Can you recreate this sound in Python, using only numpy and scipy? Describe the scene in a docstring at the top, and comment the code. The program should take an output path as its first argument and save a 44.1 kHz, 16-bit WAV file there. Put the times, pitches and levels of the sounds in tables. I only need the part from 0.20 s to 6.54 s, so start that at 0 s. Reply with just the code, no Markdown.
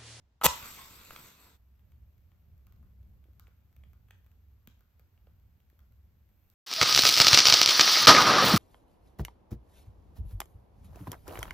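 """Small, quiet room, two closely spaced microphones: a low swelling rumble of noise lies under still air.
Close by, a wooden match is scraped once along a matchbox: grit and slips are impacts that ring the hollow box.
The head flares, a hiss of countless tiny grains over a low noise roar; it fades, surges and stops short.
Held to a candle in a glass, wood and wick then tick in damped pops and bursts, over a faint fizz of grains.
The fizz rises near the end as the match is drawn out; the room answers with a short tail of reflections."""
import sys
import numpy as np
from scipy import signal
from scipy.fft import rfft, irfft, next_fast_len
from scipy.io import wavfile
from scipy.ndimage import uniform_filter1d

SR = 44100
rng = np.random.default_rng(int(sys.argv[2]) if len(sys.argv) > 2 else 0)


def generate_wav(signal):
    """Clip the signal to [-1, 1] and save it as 16-bit WAV at the path in sys.argv[1]."""
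    frames = np.transpose(np.atleast_2d(signal))
    scaled = np.clip(frames, -1, 1) * 32767
    pcm = np.round(scaled).astype(np.int16)
    wavfile.write(sys.argv[1], SR, pcm)


N = 279594
TIME, FREQS = np.arange(N) / SR, np.fft.rfftfreq(N, 1 / SR)  # s, Hz
CATCH_S, CUT_S = 0.28, 1.38  # the head takes fire, and the flare's sound is cut off


def amp(db):
    """Decibels to gain."""
    return 10 ** (np.asarray(db) / 20)


def unit(x):
    """Scales to an rms of one."""
    return x / np.sqrt(np.mean(x ** 2) + 1e-30)


def at_hz(points, hz):
    """Reads a table along a logarithmic frequency axis."""
    f, value = np.transpose(points)
    return np.interp(np.log(hz + 1), np.log(f + 1), value)


def colour(x, points):
    """Gives a sound a spectrum, at an rms of one."""
    return unit(irfft(rfft(x) * amp(at_hz(points, FREQS)), N))


def band_noise(low_hz, high_hz, length):
    """Noise between two frequencies."""
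    sos = signal.butter(2, [low_hz, high_hz], "band", fs=SR, output="sos")
    return signal.sosfilt(sos, rng.standard_normal(length))


def add(mix, s, sound):
    """Lays a short sound into a track, starting at s seconds."""
    part = mix[max(round(s * SR), 0):][:len(sound)]
    part += sound[:len(part)]


def flutter(size):
    """Random wavering, smooth over this many samples."""
    return unit(uniform_filter1d(rng.standard_normal(N), size=size))


def grains(per_s, spread_db):
    """Random tiny impacts, mostly small, a few large."""
    size = amp(spread_db * np.minimum(rng.exponential(1, N), 3.5))
    hits = rng.choice([-1, 1], N) * (rng.random(N) < per_s / SR)
    return unit(size * hits)


def burst(decay_s):
    """A spike of noise that dies at once, with the energy of one millisecond at unit power."""
    t = TIME[:SR // 50]
    x = rng.choice([-1, 1], len(t)) * np.exp(-t / decay_s)
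    return x * np.sqrt(SR / 1000) / np.linalg.norm(x)


def pop(hz, cycles):
    """A heavily damped ring that swells within its first cycle."""
    turns = hz * TIME[:SR // 20]
    return np.sin(2 * np.pi * turns) * np.exp(-turns / cycles) * (1 - np.exp(-2 * np.pi * turns))


# How alike the two microphones hear sound from all sides.
# Each row: frequency in Hz, left-right correlation.
LIKENESS = [(60, 0.94), (130, .92), (290, .7), (640, 0.39), (1400, .15), (7000, 0.078)]


def diffuse(two):
    """Sound from all sides: long waves are alike at both microphones, short ones are not."""
    size = next_fast_len(two.shape[1], True)
    a, b = rfft(two, size)
    same = np.clip(at_hz(LIKENESS, np.fft.rfftfreq(size, 1 / SR)), 0, 1)
    right = same * a + np.sqrt(1 - same ** 2) * b
    return irfft(np.array([a, right]), size)[:, :two.shape[1]]


# The direct path from a near source to the two microphone ports.
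# Each row: frequency in Hz, lead of the left microphone in radians.
PORT_PHASE = [(20, 0), (300, 0.41), (1000, 0.65), (2000, 0.86), (2840, 0.85), (4700, 1.2), (5900, 7),
              (6600, 8), (7900, 7.5), (8600, 7.5), (10500, 9.5), (12300, 14), (14600, 13), (16400, 15)]


def pair(x, scatter_db=-12, scatter_s=0.0012):
    """A near source reaches the left microphone first; hands and table scatter it differently to each."""
    right = irfft(rfft(x) * np.exp(-1j * at_hz(PORT_PHASE, FREQS)), N)
    t = TIME[:SR // 100]
    taps = rng.standard_normal((2, len(t))) * t * np.exp(-t / scatter_s)
    taps = taps / np.linalg.norm(taps, axis=1, keepdims=True)
    scattered = signal.oaconvolve(x[None], taps, axes=1)[:, :N]
    return np.array([x, right]) + amp(scatter_db) * diffuse(scattered)


# How long the room rings. Each row: frequency in Hz, time to fall by 60 dB in s.
ROOM_T60 = [(100, .25), (400, 0.19), (1000, .42), (3000, 0.42), (7000, 0.35), (12000, .2), (16000, .16)]
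# The tone of the room's reflections. Each row: frequency in Hz, relative level in dB.
ROOM_COLOUR = [(60, -8.5), (300, -4), (1000, 0.5), (2000, -2), (4000, 1), (6500, 1.5), (8500, -2),
               (10500, -6.5), (13000, -3), (16000, -6.5)]


def room(x, gap_s=0.0083):
    """Reflections from the walls: after a short gap, a tail whose length depends on frequency."""
    taps = rng.standard_normal((2, SR)) * (rng.random((2, SR)) < 5000 / SR) * (TIME[:SR] > gap_s)
    hz, t, z = signal.stft(taps, SR, nperseg=256)
    decay = np.exp(-np.log(1000) * t / at_hz(ROOM_T60, hz)[:, None])
    z = z * amp(at_hz(ROOM_COLOUR, hz))[:, None] * decay
    tail = diffuse(signal.istft(z, SR, nperseg=256)[1][:, :SR])
    return signal.fftconvolve(x[None], tail / np.linalg.norm(tail[0]), axes=1)[:, :N]


# The course of the room's low rumble, before its random swell and its lean to one side.
# Each row: time in seconds, level in dB.
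RUMBLE = [(0, -71), (.45, -67), (1.35, -64), (1.85, -59), (2.17, -60.5), (2.3, -58), (2.75, -55),
          (3.35, -59.5), (3.7, -58), (4.2, -62.5), (5.0, -62.5), (5.22, -57), (5.42, -64), (5.8, -60),
          (6.3, -64)]
# The spectrum of the rumble. Each row: frequency in Hz, relative density in dB per Hz.
RUMBLE_COLOUR = [(15, -22.5), (30, -14), (48, -9.5), (58, -1.5), (65, 4.5), (74, -1.5), (100, -6),
                 (135, -17.5), (200, -20), (300, -36), (600, -38.5), (1500, -67.5)]
# The spectrum of the still air. Each row: frequency in Hz, relative density in dB per Hz.
AIR_COLOUR = [(30, 2), (200, 9.5), (500, 0.5), (1000, -1), (2500, -8), (4500, -11), (7000, -15),
              (10000, -28), (13000, -18), (16000, -28)]


def background(air_db=-79, swell_db=2, lean_db=0.52):
    """Diffuse noise: a slowly swelling rumble, a little to the right, under the still air of the room."""
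    rumble = colour(diffuse(rng.standard_normal((2, N))), RUMBLE_COLOUR)
    rumble = rumble * amp([[-lean_db], [lean_db]])
    air = colour(diffuse(rng.standard_normal((2, N))), AIR_COLOUR)
    level_db = np.interp(TIME, *np.transpose(RUMBLE)) + swell_db * flutter(size=5000)
    return amp(level_db) * rumble + amp(air_db) * air


# Fresh parts of the head taking fire.
# Each row: centre in seconds, half length in seconds, lift in dB before the surge factor.
SURGES = [(1.023, 0.114, 6.5), (1.254, 0.068, 5.5)]


def blaze(fade_db_per_s, rise_s, surge=1, stop_s=0.025, catch_db=-46.5):
    """How loud the burning head is: it catches, fades steadily in dB, surges, and stops short."""
    t = TIME[TIME < CUT_S]
    lift_db = surge * sum(db * np.exp(-((t - s) / half_s) ** 2) for s, half_s, db in SURGES)
    alight = np.clip((t - CATCH_S) / rise_s, 0, 1) * np.clip((CUT_S - t) / stop_s, 0, 1)
    level = alight * amp(catch_db - fade_db_per_s * (t - CATCH_S) + lift_db)
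    return np.pad(level, (0, N - len(t)))


# The spectrum of the flame's fizz. Each row: frequency in Hz, relative density in dB per Hz.
FIZZ_COLOUR = [(300, -4.5), (1500, -4.5), (2600, -4.5), (4500, -17.5), (8500, -12.5), (10300, -21),
               (11600, -2), (12700, 3), (14000, -0.5), (15300, -2.5), (16200, -14)]


def fizz(head_db=-4, fade_db_per_s=30, surge=1.86, steady_db=-83, draw_out_s=6.05, draw_out_db_per_s=22):
    """The flame sizzles in fine grains: strongly with the flare, then faintly, rising as it leaves the glass."""
    steady_level_db = steady_db + draw_out_db_per_s * np.maximum(TIME - draw_out_s, 0)
    steady = amp(steady_level_db) * (TIME > CATCH_S)
    level = amp(head_db) * blaze(fade_db_per_s, rise_s=0.04, surge=surge) + steady
    return level * colour(grains(per_s=7000, spread_db=4.5), FIZZ_COLOUR)


def glass(x, cluster_db=-36, cluster_s=0.0086, ring_db=-47, ring_t60_s=0.33, waver=0.6):
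    """After the flare's hiss stops short, the candle glass's air rings: a wavering band over a short cluster."""
    t = TIME[:SR // 2]
    ring = band_noise(1370, 1510, len(t))
    cluster = band_noise(950, 1550, len(t))
    # waver: 0 steady, 1 fully random in strength
    ring = unit(ring * abs(signal.hilbert(ring)) ** (waver - 1))
    long_ring = amp(ring_db) * ring * np.exp(-np.log(1000) * t / ring_t60_s)
    short_rings = amp(cluster_db) * unit(cluster) * np.exp(-t / cluster_s)
    return signal.oaconvolve(x * (TIME > CUT_S), long_ring + short_rings)[:N]


def faint_crackles(typical_db=(-81, -77, -74), spread_db=2.5, per_s=3):
    """Small cracks at random moments after the flare's hiss stops short, with the loud ones' columns."""
    draws = rng.standard_normal((60, 3))
    times = CUT_S + (np.arange(len(draws)) + rng.random(len(draws))) / per_s
    rows = np.column_stack([times, np.array(typical_db) + spread_db * np.clip(draws, -2, 2)])
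    return rows[times < TIME[-1]]


# The loudest cracks of wood and wick. Each row: start in seconds,
# then relative levels in dB of the hollow pop, the woody crack and the bright snap.
CRACKLES = [(0.908, -35, -50.5, -59), (0.962, -38.5, -40.5, -57), (1.594, -78, -73, -78),
            (1.72, -79, -67, -72), (2.118, -67, -69, -82), (2.469, -60.5, -67.5, -62),
            (2.524, -64, -68, -65), (2.629, -62, -85, -74), (3.041, -79, -67, -78),
            (3.197, -52.5, -60.5, -51.5), (3.27, -63, -60, -77), (3.28, -61, -75.5, -69),
            (3.565, -85, -64, -63), (3.637, -73, -60, -89), (3.733, -62, -69, -66),
            (3.886, -67, -66.5, -78), (3.908, -85, -49.5, -60.5), (4.064, -67, -69, -69),
            (4.116, -72, -69, -71), (4.474, -76, -52, -49.5), (4.608, -62, -75, -66),
            (4.796, -64, -67, -61.5), (4.977, -78, -70.5, -88), (5.07, -65, -69.5, -89),
            (5.403, -79, -68.5, -76), (5.501, -80, -70, -67), (5.592, -62.5, -65.5, -64),
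            (6.301, -80, -86, -60)]
# Soft puffs of the flame. Each row: start in seconds, relative level in dB, pitch in Hz.
PUFFS = [(3.056, -58, 353), (3.086, -54, 320), (3.282, -57, 455), (4.477, -43.5, 203), (4.797, -58, 450),
         (5.072, -51.5, 480), (5.529, -57.5, 325)]


def crackles(pop_db=4, crack_db=8, snap_db=4, puff_db=2, splinter_db=-8.5, splinter_s=0.0024):
    """Pockets of gas burst: a snap, a short woody crack that splinters, and a pop that rings the glass."""
    pop_hz, crack_hz, ring_cycles, size_spread = 1264, 2180, 1.11, 0.074
    pops, cracks, snaps, splinters = np.zeros((4, N))
    for s, hollow_db, woody_db, bright_db in np.vstack([CRACKLES, faint_crackles()]):
        pitch = np.exp(size_spread * rng.standard_normal())
        add(pops, s, amp(hollow_db + pop_db) * pop(pop_hz * pitch, ring_cycles))
        add(cracks, s, amp(woody_db + crack_db) * pop(crack_hz * pitch, cycles=1.0))
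        add(splinters, s, amp(woody_db + crack_db + splinter_db) * burst(splinter_s))
        # one millisecond's energy in a single spike
        add(snaps, s, [amp(bright_db + snap_db) * np.sqrt(SR / 1000)])
    for s, db, hz in PUFFS:
        add(cracks, s, amp(db + puff_db) * pop(hz, cycles=0.75))
    # both colours: (Hz, relative dB)
    snap_colour = [(1000, -22), (4000, 0.0), (8300, -6), (10200, -15), (12300, 8.0), (16000, 3)]
    splinter_colour = [(200, -3), (1000, -1.5), (2000, 2.5), (3400, 1.5),
                       (4800, -11.5), (8500, -10), (16000, -26)]
    snaps = np.std(snaps) * colour(snaps, snap_colour)
    splinters = np.std(splinters) * colour(splinters, splinter_colour)
    return pops + glass(pops) + cracks + snaps + splinters


def patchy(x, depth_db):
    """Lets patches of the spectrum, some hundred hertz wide, come and go."""
    z = signal.stft(x, nperseg=256)[2]
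    across_hz = uniform_filter1d(rng.standard_normal(z.shape), size=4, axis=0)
    patches = unit(uniform_filter1d(across_hz, size=12, axis=1))
    return unit(signal.istft(z * amp(depth_db * patches), nperseg=256)[1][:N])


# The spectrum of the gas jets. Each row: frequency in Hz, relative density in dB per Hz.
FLARE_HISS = [(100, 3.5), (300, -2), (650, -8), (1150, 3), (1750, -4), (2300, 6), (3050, -1), (3700, 4.5),
              (6000, -2.5), (8200, 4.5), (10200, -20.5), (11900, 7.5), (14000, -5), (16000, -7)]


def flare(hiss_db=-1, body_db=-5, split_hz=2000, flutter_db=2.0, sputter_db=2.5, fade_db_per_s=24,
          room_db=-3, roar_db=-17, roar_hz=400, roar_fade_db_per_s=11):
    """Gas bursts from the head in tiny jets: a fluttering hiss, a sputtering rush and the flame's low roar."""
    jets = patchy(colour(grains(per_s=7000, spread_db=4.0), FLARE_HISS), depth_db=3.0)
    rush = signal.sosfiltfilt(signal.butter(3, split_hz, fs=SR, output="sos"), jets)
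    hiss = amp(hiss_db + flutter_db * flutter(size=450)) * unit(jets - rush)
    body = amp(body_db + sputter_db * flutter(size=800)) * unit(rush)
    roar = amp(roar_db) * unit(band_noise(100, roar_hz, N))
    burn = (hiss + body) * blaze(fade_db_per_s, rise_s=0.15)
    burn = burn + roar * blaze(roar_fade_db_per_s, rise_s=0.03)
    ending = np.clip((CUT_S - TIME) / 0.028, 0, 1)  # the flare's reflections stop short with it
    return pair(burn) + amp(room_db) * room(burn) * ending


# The box pressed and let go, thudding in the hand.
# Each row: start in seconds, level in dB, pitch in Hz.
THUDS = [(0.2485, -28, 340), (0.2556, -25, 178.2), (0.2613, -22.5, 165.1)]


def thuds():
    """The whole box gives under the heaviest part of the stroke: low, heavily damped pops."""
    out = np.zeros(N)
    for s, db, hz in THUDS:
        add(out, s, amp(db) * pop(hz, cycles=0.88))
    return out


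# The modes of the hollow matchbox.
# Each row: frequency in Hz, width in Hz, relative level in dB before weighting by the width.
BOX = [(680, 100, -17), (940, 80, 0), (1010, 90, 2.5), (1110, 110, 1.5), (1290, 51, -1.5),
       (1970, 140, -2.5), (2560, 57, -6), (3000, 170, -13.5), (3760, 160, -12.5)]


def box(x, rise_s=0.0008):
    """The matchbox's modes swell over about a millisecond; a unit blow rings with a peak of one."""
    t = TIME[:SR // 10]
    ring = sum(amp(db) * width * np.exp(-np.pi * width * t) * np.sin(2 * np.pi * hz * t)
               for hz, width, db in BOX)
    ring = ring * (1 - np.exp(-t / rise_s))
    return signal.oaconvolve(x, ring / abs(ring).max())[:N]


def friction(touch_s=0.212, bite_s=0.231, leave_s=0.2655, touch_db=-54.5, grip_db=-24.5,
             grip_attack_s=0.01, speed_up_db_per_s=300, release_s=0.00056):
    """How hard the head rubs: faint touch, quick bite, swell as the hand speeds up, sudden release."""
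    sliding = np.clip(TIME, bite_s, leave_s) - bite_s
    bite = np.minimum(sliding / grip_attack_s, 1)
    speed_up_db = speed_up_db_per_s * np.maximum(sliding - grip_attack_s, 0)
    level_db = touch_db + (grip_db - touch_db) * bite + speed_up_db
    release = np.exp(-np.maximum(TIME - leave_s, 0) / release_s)
    return amp(level_db) * (TIME > touch_s) * release


def stick(ring_db=-29, ring_hz=1240, upper_db=-39, upper_hz=2900, cycles=3.5):
    """Each catch of the head also twangs the matchstick, in two damped modes."""
    out = np.zeros(N)
    for s, _, _ in SLIPS:
        add(out, s, amp(ring_db) * pop(ring_hz, cycles) + amp(upper_db) * pop(upper_hz, cycles))
    return out


# The head catching and slipping, which also times the twangs of the stick.
# Each row: start in seconds, relative level of the bright snap in dB, relative push on the box in dB.
SLIPS = [(0.2143, -59.5, -30.5), (0.2205, -60.5, -34), (0.2333, -51, -30.5), (0.2371, -21.5, -24),
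         (0.2442, -14.5, -22.5), (0.249, -14.5, -15.5), (.2522, -19, -20.5), (0.257, -10.5, -25),
         (.2610, -13, -16), (.2630, -20.5, -9.5), (0.2649, -13, -24)]
# The spectrum of grit on the striker. Each row: frequency in Hz, relative density in dB per Hz.
GRIT = [(40, -23.5), (130, -7), (600, 0.5), (1500, -8), (2300, -5), (2700, -1), (3900, -1.5), (5000, -3),
        (6500, -2.5), (9000, -1.5), (10200, -5), (12500, 3.5), (14500, -2), (16000, -11)]


def strike(grit_db=-2, snap_db=-2, rub_db=-25, slip_s=0.00072, recoil_db=-40, recoil_hz=68):
    """Grit and slips sound directly and shake the box, which recoils about when the head leaves it."""
    grit = friction() * grains(per_s=16000, spread_db=1)
    snaps, pushes, recoil = np.zeros((3, N))
    for s, bright_db, blow_db in SLIPS:
        add(snaps, s, amp(bright_db) * burst(slip_s))
        add(pushes, s, [amp(blow_db)])
    scrape = amp(grit_db) * grit + amp(snap_db) * snaps
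    scrape = colour(scrape, GRIT) * np.std(scrape)
    swing = signal.windows.hann(round(0.085 * SR))
    add(recoil, 0.24, amp(recoil_db) * swing * np.sin(2 * np.pi * recoil_hz * TIME[:len(swing)]))
    return scrape + box(pushes + amp(rub_db) * grit) + recoil


def scene(strike_db=1, strike_room_db=-14, crackle_room_db=-8):
    """Room noise, strike, flare and flame; strike, flare and crackles each get a share of the room."""
    scrape = amp(strike_db) * strike() + stick() + thuds()
    ticks = crackles()
    wet = room(amp(strike_room_db) * scrape + amp(crackle_room_db) * ticks)
    return pair(scrape + ticks + fizz()) + flare() + wet + background()


def record(dry, edge_hz=16100):
    """The recorder's band limit: a steep low-pass."""
    lowpass = signal.firwin(401, edge_hz, window=("kaiser", 9), fs=SR)
    return signal.oaconvolve(dry, lowpass[None], "same", axes=1)


dry = scene()
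out = record(dry)
generate_wav(out)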